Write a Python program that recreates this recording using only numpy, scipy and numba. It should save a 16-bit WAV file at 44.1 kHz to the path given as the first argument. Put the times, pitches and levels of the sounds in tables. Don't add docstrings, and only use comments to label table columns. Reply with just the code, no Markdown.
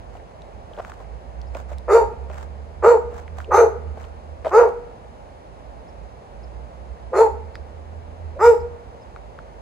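import sys
import numpy as np
from scipy import signal
from scipy.fft import rfft, irfft, next_fast_len
from scipy.io import wavfile
from scipy.ndimage import uniform_filter1d
from numba import njit

SR = 44100
rng = np.random.default_rng(int(sys.argv[2]) if len(sys.argv) > 2 else 0)


def store_wav(level_fs):
    pcm = np.round(np.clip(np.atleast_2d(level_fs), -1, 1) * 32767)
    wavfile.write(sys.argv[1], SR, pcm.T.astype(np.int16))


N = 423801
T = np.arange(N) / SR


def undb(db):
    return 10 ** (np.asarray(db) / 20)


def unit(x):
    return x / np.sqrt(np.mean(x ** 2) + 1e-18)


def add(out, s, x):
    i = max(int(s * SR), 0)
    n = min(x.shape[-1], N - i)
    out[..., i:i + n] += x[..., :n]


@njit
def resonate(x, hz, width_hz):
    y, band, low = np.empty(len(x)), 0., 0.
    for i in range(len(x)):
        g, k = np.tan(np.pi * hz[i] / SR), width_hz / hz[i]
        v = (band + g * (x[i] + 1e-18 - low)) / (1 + g * (g + k))
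        band, low, y[i] = 2 * v - band, low + 2 * g * v, k * v
    return y


def steep(x, hz, width_hz):
    hz = hz * np.ones(len(x))
    return resonate(resonate(x, hz, float(width_hz)), hz, float(width_hz))


def filtered(x, order, hz, kind):
    return signal.sosfilt(signal.butter(order, hz, kind, fs=SR, output="sos"), x)


def noise(points, size):
    hz, db = np.transpose(points)
    n = next_fast_len(size)
    f = np.maximum(np.arange(n // 2 + 1) * SR / n, 1)
    gain = undb(np.interp(np.log(f), np.log(hz), db)) * np.sqrt(SR / 2)
    return irfft(rfft(rng.standard_normal(n)) * gain, n)[:size]


def walk(rate, size):
    k = max(int(SR / rate), 1)
    held = np.repeat(rng.standard_normal(size // k + 1), k)
    return unit(uniform_filter1d(uniform_filter1d(held, k), k)[:size])


def arch(length):
    return np.hanning(int(length * SR))


def tone(hz):
    return np.sin(2 * np.pi * np.cumsum(hz) / SR)


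def high_whine(hz=10650, level_db=-79):
    pitch = hz + 170 * walk(2.4, N) + 120 * walk(900, N)
    return undb(level_db) * tone(pitch)


def throttle():
    # start in s, run-up in s, time under load in s, top firing rate in Hz, level at the start in dB.
    pulls = [(1.15, 1.6, 3.2, 75.8, -29), (6.4, 1.7, 2.3, 82.46, -32.5)]
    idle_hz, idle_db = 56.8, -58
    throttle_s, load_sag_db_per_s, run_down_s = 0.28, -1, 1.0
    hz, db = np.zeros(N), np.zeros(N)
    for s, run_up, load, top_hz, top_db in pulls:
        hz += (top_hz - idle_hz) * np.interp(T - s, [0, run_up, load, load + run_down_s], [0, 1, 1, 0])
        lift_db = top_db - idle_db
        sagged_db = lift_db + load_sag_db_per_s * load
        db += np.interp(T - s, [-throttle_s, 0, load, load + run_down_s / 2], [0, lift_db, sagged_db, 0])
    return idle_hz + hz, idle_db + db


def engine(second_db=-22, third_db=-28, waver_db=3):
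    hz, db = throttle()
    phase = 2 * np.pi * np.cumsum(hz * (1 + 0.0406 * walk(25, N))) / SR
    notes = np.zeros(N)
    for k, note_db in enumerate([0, second_db, third_db], 1):
        notes += undb(note_db + waver_db * walk(20, N)) * np.sin(k * phase)
    return notes * undb(db)


def town(road_db=-3.0, diffuse_db=-2.0, left_lag=20):
    # frequency in Hz, level in dB per Hz.
    air_colour = [(25, -87), (40, -65), (55, -48.5), (80, -59), (120, -67.5), (330, -77), (550, -70.5),
                  (850, -74), (1300, -85.5), (2200, -92.5), (3300, -99), (7500, -107), (9500, -117),
                  (15000, -127)]
    road = noise(air_colour, N) * undb(road_db + .4 * walk(5, N)) + engine()
    around = np.array([noise(air_colour, N) for _ in range(2)])
    around = filtered(around, 1, 250, "high")
    return np.array([np.roll(road, left_lag), road]) + undb(diffuse_db) * around


def burst(decay, hz, width_hz, grind=0.3, spread=0.34):
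    t = T[:SR // 10]
    shared, apart = rng.standard_normal(len(t)), rng.standard_normal((2, len(t)))
    push = grind * (shared + spread * apart) * np.exp(-t / decay)
    push[:, 0] += 1
    return unit(np.array([steep(ear, hz, width_hz) for ear in push])) * np.sqrt(decay / t[-1])


def footsteps(snap_decay=0.00071, crunch_width=0.3, step_width_hz=380, grain_db=4, count=3):
    # start in s, heel knock in dB, scuff length in s, scuff level in dB.
    footfalls = [(.152, -39, 0.091, -49), (.711, -41, 0.36, -45.5), (1.002, -38, 0.095, -51),
                 (1.552, -28, 0.13, -39), (1.715, -33, 0.085, -41.5), (2.299, -33, .24, -41.5),
                 (3.122, -38, .18, -43), (3.382, -39, 0.13, -40), (3.973, -35, 0.19, -45.5),
                 (4.478, -32, 0.11, -39.5)]
    # frequency in Hz, level in dB.
    grit_colour = [(300, -17), (650, 15), (1400, 9), (2500, -5), (4500, -12), (7500, -9.5), (10000, -26),
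                   (15500, -22)]
    # start in s, level of the last knock in dB, ring in Hz.
    clatters = [(.776, -26.5, 625), (4.447, -17, 606)]
    # start in s, level in dB, ring in Hz, width in Hz.
    snaps = [(.42, -43.5, 3480, 1800), (.735, -42, 3040, 700), (0.803, -29, 1280, 790),
             (.849, -27.5, 1430, 880), (.919, -29.5, 1100, 890), (1.416, -41.5, 3280, 2500),
             (1.549, -33.5, 2370, 1200), (1.784, -40, 3170, 6000), (3.279, -36, 1840, 900),
             (3.403, -26.5, 1260, 696), (7.555, -28, 1410, 1490), (9.162, -29, 1270, 644),
             (9.389, -29, 1360, 690)]
    # start in s, level in dB, ring in Hz.
    bumps = [(2.872, -26.5, 123)]
    heel_hz, heel_decay_s, scuff_lead_s = 590, 0.0096, .04
    roll_s, crunch_db, crunch_hz = 0.081, 4.5, 2160
    clatter_gap_s, clatter_growth_db, clatter_decay_s = 0.01, 3.5, 0.0071
    out = np.zeros((2, N))
    for s, heel_db, length, scuff_db in footfalls:
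        add(out, s, undb(heel_db) * burst(heel_decay_s, heel_hz, step_width_hz))
        shape = arch(length)
        grains = unit(undb(grain_db * walk(350, len(shape))))
        grit = np.array([unit(noise(grit_colour, len(shape))) for _ in range(2)])
        add(out, s - scuff_lead_s, undb(scuff_db) * shape * grains * grit)
        for when, size, pitch in rng.random((count, 3)):
            hz = crunch_hz * 2 ** (pitch - .5)
            crunch = burst(snap_decay, hz, crunch_width * hz)
            add(out, s + when * roll_s, size * undb(scuff_db + crunch_db) * crunch)
    for s, db, hz in clatters:
        for k in range(count):
            knock_db = db - (count - 1 - k) * clatter_growth_db
            add(out, s + k * clatter_gap_s, undb(knock_db) * burst(clatter_decay_s, hz, step_width_hz))
    for s, db, hz, width_hz in snaps:
        add(out, s, undb(db) * burst(snap_decay, hz, width_hz))
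    for s, db, hz in bumps:
        add(out, s, undb(db) * burst(0.007, hz, step_width_hz))
    return out


def bird(length=0.031):
    # start in s, top pitch in Hz before it wavers, level in dB before the garden.
    chips = [(1.463, 5400, -59), (5.875, 5370, -58), (6.425, 5270, -54.5), (7.54, 5020, -49),
             (8.594, 5300, -55), (9.01, 5270, -59)]
    out = np.zeros(N)
    shape = np.sqrt(arch(length))
    for s, hz, db in chips:
        pitch = hz * (.75 + .25 * shape + 0.031 * walk(900, len(shape)))
        add(out, s, undb(db) * shape * tone(pitch))
    return out


def scatter(t60, onset):
    t = np.arange(SR) / SR
    mid, side = rng.standard_normal((2, SR))
    side = filtered(side, 1, 450, "high")
    response = np.array([mid + side, mid - side]) * undb(-60 * t / t60) * (1 - np.exp(-t / onset))
    return response / np.sqrt(np.sum(response ** 2) / 2)


def reflect(x, response):
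    return signal.fftconvolve(np.atleast_2d(x), response, axes=1)[:, :N]


def yard(near, far, near_db=-14, far_db=-10, far_direct_db=-2):
    tails = undb(near_db) * reflect(near, scatter(0.062, .002))
    trees = undb(far_db) * reflect(far, scatter(.2, .002))
    return near + tails + undb(far_direct_db) * far + trees


def gesture(t, length, swell, fade_s, climb_s, top_hz, ring_at, ring_s):
    hold_s, start_drop, end_drop = 0.0955, .29, 0.141
    climb = np.clip(1 - t / climb_s, 0, 1)
    sag = np.maximum(t - hold_s, 0) / (length - hold_s)
    hz = top_hz * (1 - start_drop * climb ** 1.5 - end_drop * sag ** 1.77)
    effort_db = np.interp(t, [0, swell, max(length - fade_s, swell), length], [-16, 0, 0, -14])
    rest_db, effort_share = -11, 0.36
    ring = np.exp(-.5 * ((t - ring_at) / ring_s) ** 2)
    throat_db = effort_share * effort_db + rest_db * (1 - ring)
    open_share, shut_s = .6, 0.071
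    mouth_db = np.interp(t, [0, open_share * swell, length - shut_s, length], [-12.5, 0, 0, -39])
    return hz, effort_db, throat_db, mouth_db


def teeth_rasp(hiss, shut, low_hz, high_hz, sway=0.0078, high_db=-1, low_db=-4.5, width_hz=420):
    # resonance in Hz before the lips and jaw shift it, width in Hz, relative level in dB.
    teeth = [(3710, 230, -0.5), (4450, 610, -3.5), (5170, 540, -2.5), (6380, 600, 1.5), (7690, 210, -1),
             (10400, 960, -5.5), (11500, 1200, -7.5), (13800, 6100, -7.5)]
    shifts = 1 + 0.03 * rng.standard_normal(len(teeth))
    rasp = np.zeros(len(hiss))
    for (hz, width, db), shift in zip(teeth, shifts):
        moving_hz = hz * shift * (1 - 0.078 * shut + sway * walk(43, len(hiss)))
        rasp += undb(db) * unit(steep(hiss, moving_hz, width))
    high = undb(high_db) * unit(steep(hiss, high_hz, width_hz))
    low = undb(low_db) * unit(steep(hiss, low_hz, width_hz))
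    return unit(rasp) + high + low


def bark(s, length, swell, fade_s, climb_s, top_hz, db, throat_db, ring_at, ring_s, mouth_db,
         rough_start, rough_end, rasp_db, rasp_low_hz, rasp_hz, muzzle_db,
         jitter=0.064, shimmer=0.53, half_share=1.0, turbulence=1.0, attack=0.003996, release=0.012,
         opening_s=0.062, shut_drop=0.41, shut_boost_db=25, parting_s=0.011):
    # frequency in Hz, width in Hz.
    chest_ring, throat_ring = (478.4, 163), (866, 167)
    mouth_ring, muzzle_ring = (1331, 162), (2530, 123)
    t = np.arange(-attack, length + release, 1 / SR)
    n = len(t)
    hz, effort_db, ring_db, jaw_db = gesture(t, length, swell, fade_s, climb_s, top_hz, ring_at, ring_s)
    effort = undb(db + effort_db) * np.interp(t, [t[0], attack, length, t[-1]], [0, 1, 1, 0])
    throat_db, mouth_db = throat_db + ring_db - effort_db, mouth_db + jaw_db - effort_db

    rough = np.interp(t, [0, length], [rough_start, rough_end])
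    phase = 2 * np.pi * np.cumsum(hz * (1 + jitter * rough * walk(420, n))) / SR
    folds = sum(np.cos(k * phase) for k in range(1, 8)) * np.sqrt(2)
    strong_weak = half_share * walk(56.5, n) * np.cos(phase / 2)
    folds = folds * (1 + rough * (shimmer * walk(500, n) + strong_weak))
    puffs = 1 + np.cos(phase)
    air = rough * rng.standard_normal(n) * np.sqrt(SR / 2 / hz) * puffs
    source = folds * (1 - 0.37 * rough) + turbulence * air

    shut = shut_drop * np.exp(-(t - t[0]) / opening_s)
    chest = unit(steep(folds + 0.79 * air, *chest_ring))
    throat = undb(throat_db) * unit(steep(source, *throat_ring))
    mouth = undb(mouth_db) * unit(steep(source, mouth_ring[0] * (1 - 0.31 * shut), mouth_ring[1]))
    muzzle = unit(steep(source + 0.35 * air, muzzle_ring[0] * (1 - shut), muzzle_ring[1]))
    muzzle = undb(muzzle_db + 0.82 * mouth_db + shut_boost_db * shut - 9.0) * muzzle
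    parted = 1 - np.exp(-((t - t[0]) / parting_s) ** 2)
    voice = effort * (chest + np.sqrt(parted) * (throat + mouth) + parted * muzzle)
    voice = filtered(voice, 9, [320, 2750], "band")

    rasp = teeth_rasp(rng.standard_normal(n) * puffs, shut, rasp_low_hz, rasp_hz)
    rasp_top_s, rasp_spread_s, rasp_edge_db = 0.049, 0.022, -8
    middle = np.exp(-.5 * ((t - rasp_top_s) / rasp_spread_s) ** 2)
    rasp = filtered(rasp * undb(rasp_edge_db * (1 - middle)), 8, 3750, "high")
    rasp = rasp * parted * effort * undb(rasp_db + 0.53 * mouth_db + 2.8)
    return s + t[0], np.array([voice, rasp])


def dog():
    # start in s, length in s, middle pitch in Hz, level in dB.
    whines = [(1.87, 0.037, 552, -28), (3.468, 0.062, 505, -29.5), (7.114, 0.033, 537, -28.5),
              (8.35, 0.049, 567, -32.5)]
    # start in s, length in s, swell in s, release in s, pitch climb in s, top pitch in Hz before
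    # jitter, level in dB, throat in dB, time of the strongest throat ring in s, its spread in s, mouth in dB,
    # roughness at start and end (0-1), rasp in dB, lower and upper rasp resonance in Hz, muzzle in dB.
    barks = [(1.878, 0.16, 0.047, 0.083, .09, 465.4, -9, -5, 0.11, .027, -14.5, 0.72, 0.33, -23, 4620, 7050, -14),
             (2.822, 0.15, 0.021, 0.056, 0.065, 475, -8.5, -10, 0.07, 0.09, -12.5, 0.43, 0.47, -28.5, 4400, 7310, -18.5),
             (3.506, .16, 0.049, 0.044, 0.093, 465.6, -9.5, -2.5, 0.047, 0.03, -7, 0.43, 1, -25.5, 4240, 6320, -16),
             (4.508, .17, 0.037, 0.075, 0.079, 473.3, -8.5, -9, 0.055, 0.096, -12.5, .22, .8, -29, 4670, 6530, -22),
             (7.128, 0.15, 0.054, 0.068, .09, 457.3, -10.5, -4, 0.096, 0.035, -14.5, 0.8, 0.15, -23.5, 4330, 6980, -15.5),
             (8.389, 0.15, 0.089, 0.043, 0.062, 476.7, -6.5, -5.5, 0.058, .022, -12, 0.24, 0.2, -24, 5030, 7370, -13)]
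    out = np.zeros((2, N))
    for s, length, hz, db in whines:
        shape = arch(length)
        glide = hz * (1 + 0.22 * np.linspace(-1, 1, len(shape)) + 0.083 * walk(385, len(shape)))
        add(out[0], s, undb(db) * np.sqrt(2) * shape * tone(glide))
    for row in barks:
        add(out, *bark(*row))
    return out


def garden(voice, rasp, shrubs_db=-11, houses_db=-26, rasp_scatter_db=-1, rasp_direct_db=-11):
    # delay in s, level in dB, lag of left behind right in s.
    echoes = [(.013, -10, .0003), (.031, -11.5, 0.012), (.058, -17, .0002), (.083, -18.5, -.0002),
              (.165, -32, .0001)]
    out = np.zeros((2, N)) + voice + undb(rasp_direct_db) * rasp
    for delay, db, lag in echoes:
        add(out[0], delay + lag, undb(db) * voice)
        add(out[1], delay, undb(db) * voice)
    tail = undb(shrubs_db) * scatter(0.52, 0.0024) + undb(houses_db) * scatter(1.57, 0.0067)
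    out += reflect(voice, tail)
    return out + undb(rasp_scatter_db) * reflect(rasp, scatter(0.28, 0.00083))


def scene():
    return high_whine() + town() + yard(footsteps(), bird()) + garden(*dog())


def record(dry, left_cut_hz=160, port_hz=9000, port_width_hz=3500, port_gain=0.61, top_hz=15700):
    left = filtered(dry[0], 1, left_cut_hz, "high")
    ports = np.array([left + port_gain * steep(left, port_hz, port_width_hz), dry[1]])
    rounded = ports / (1 + ports ** 8) ** (1 / 8)
    return signal.sosfilt(signal.ellip(8, .2, 70, top_hz, fs=SR, output="sos"), rounded)


dry = scene()
out = record(dry)
store_wav(out)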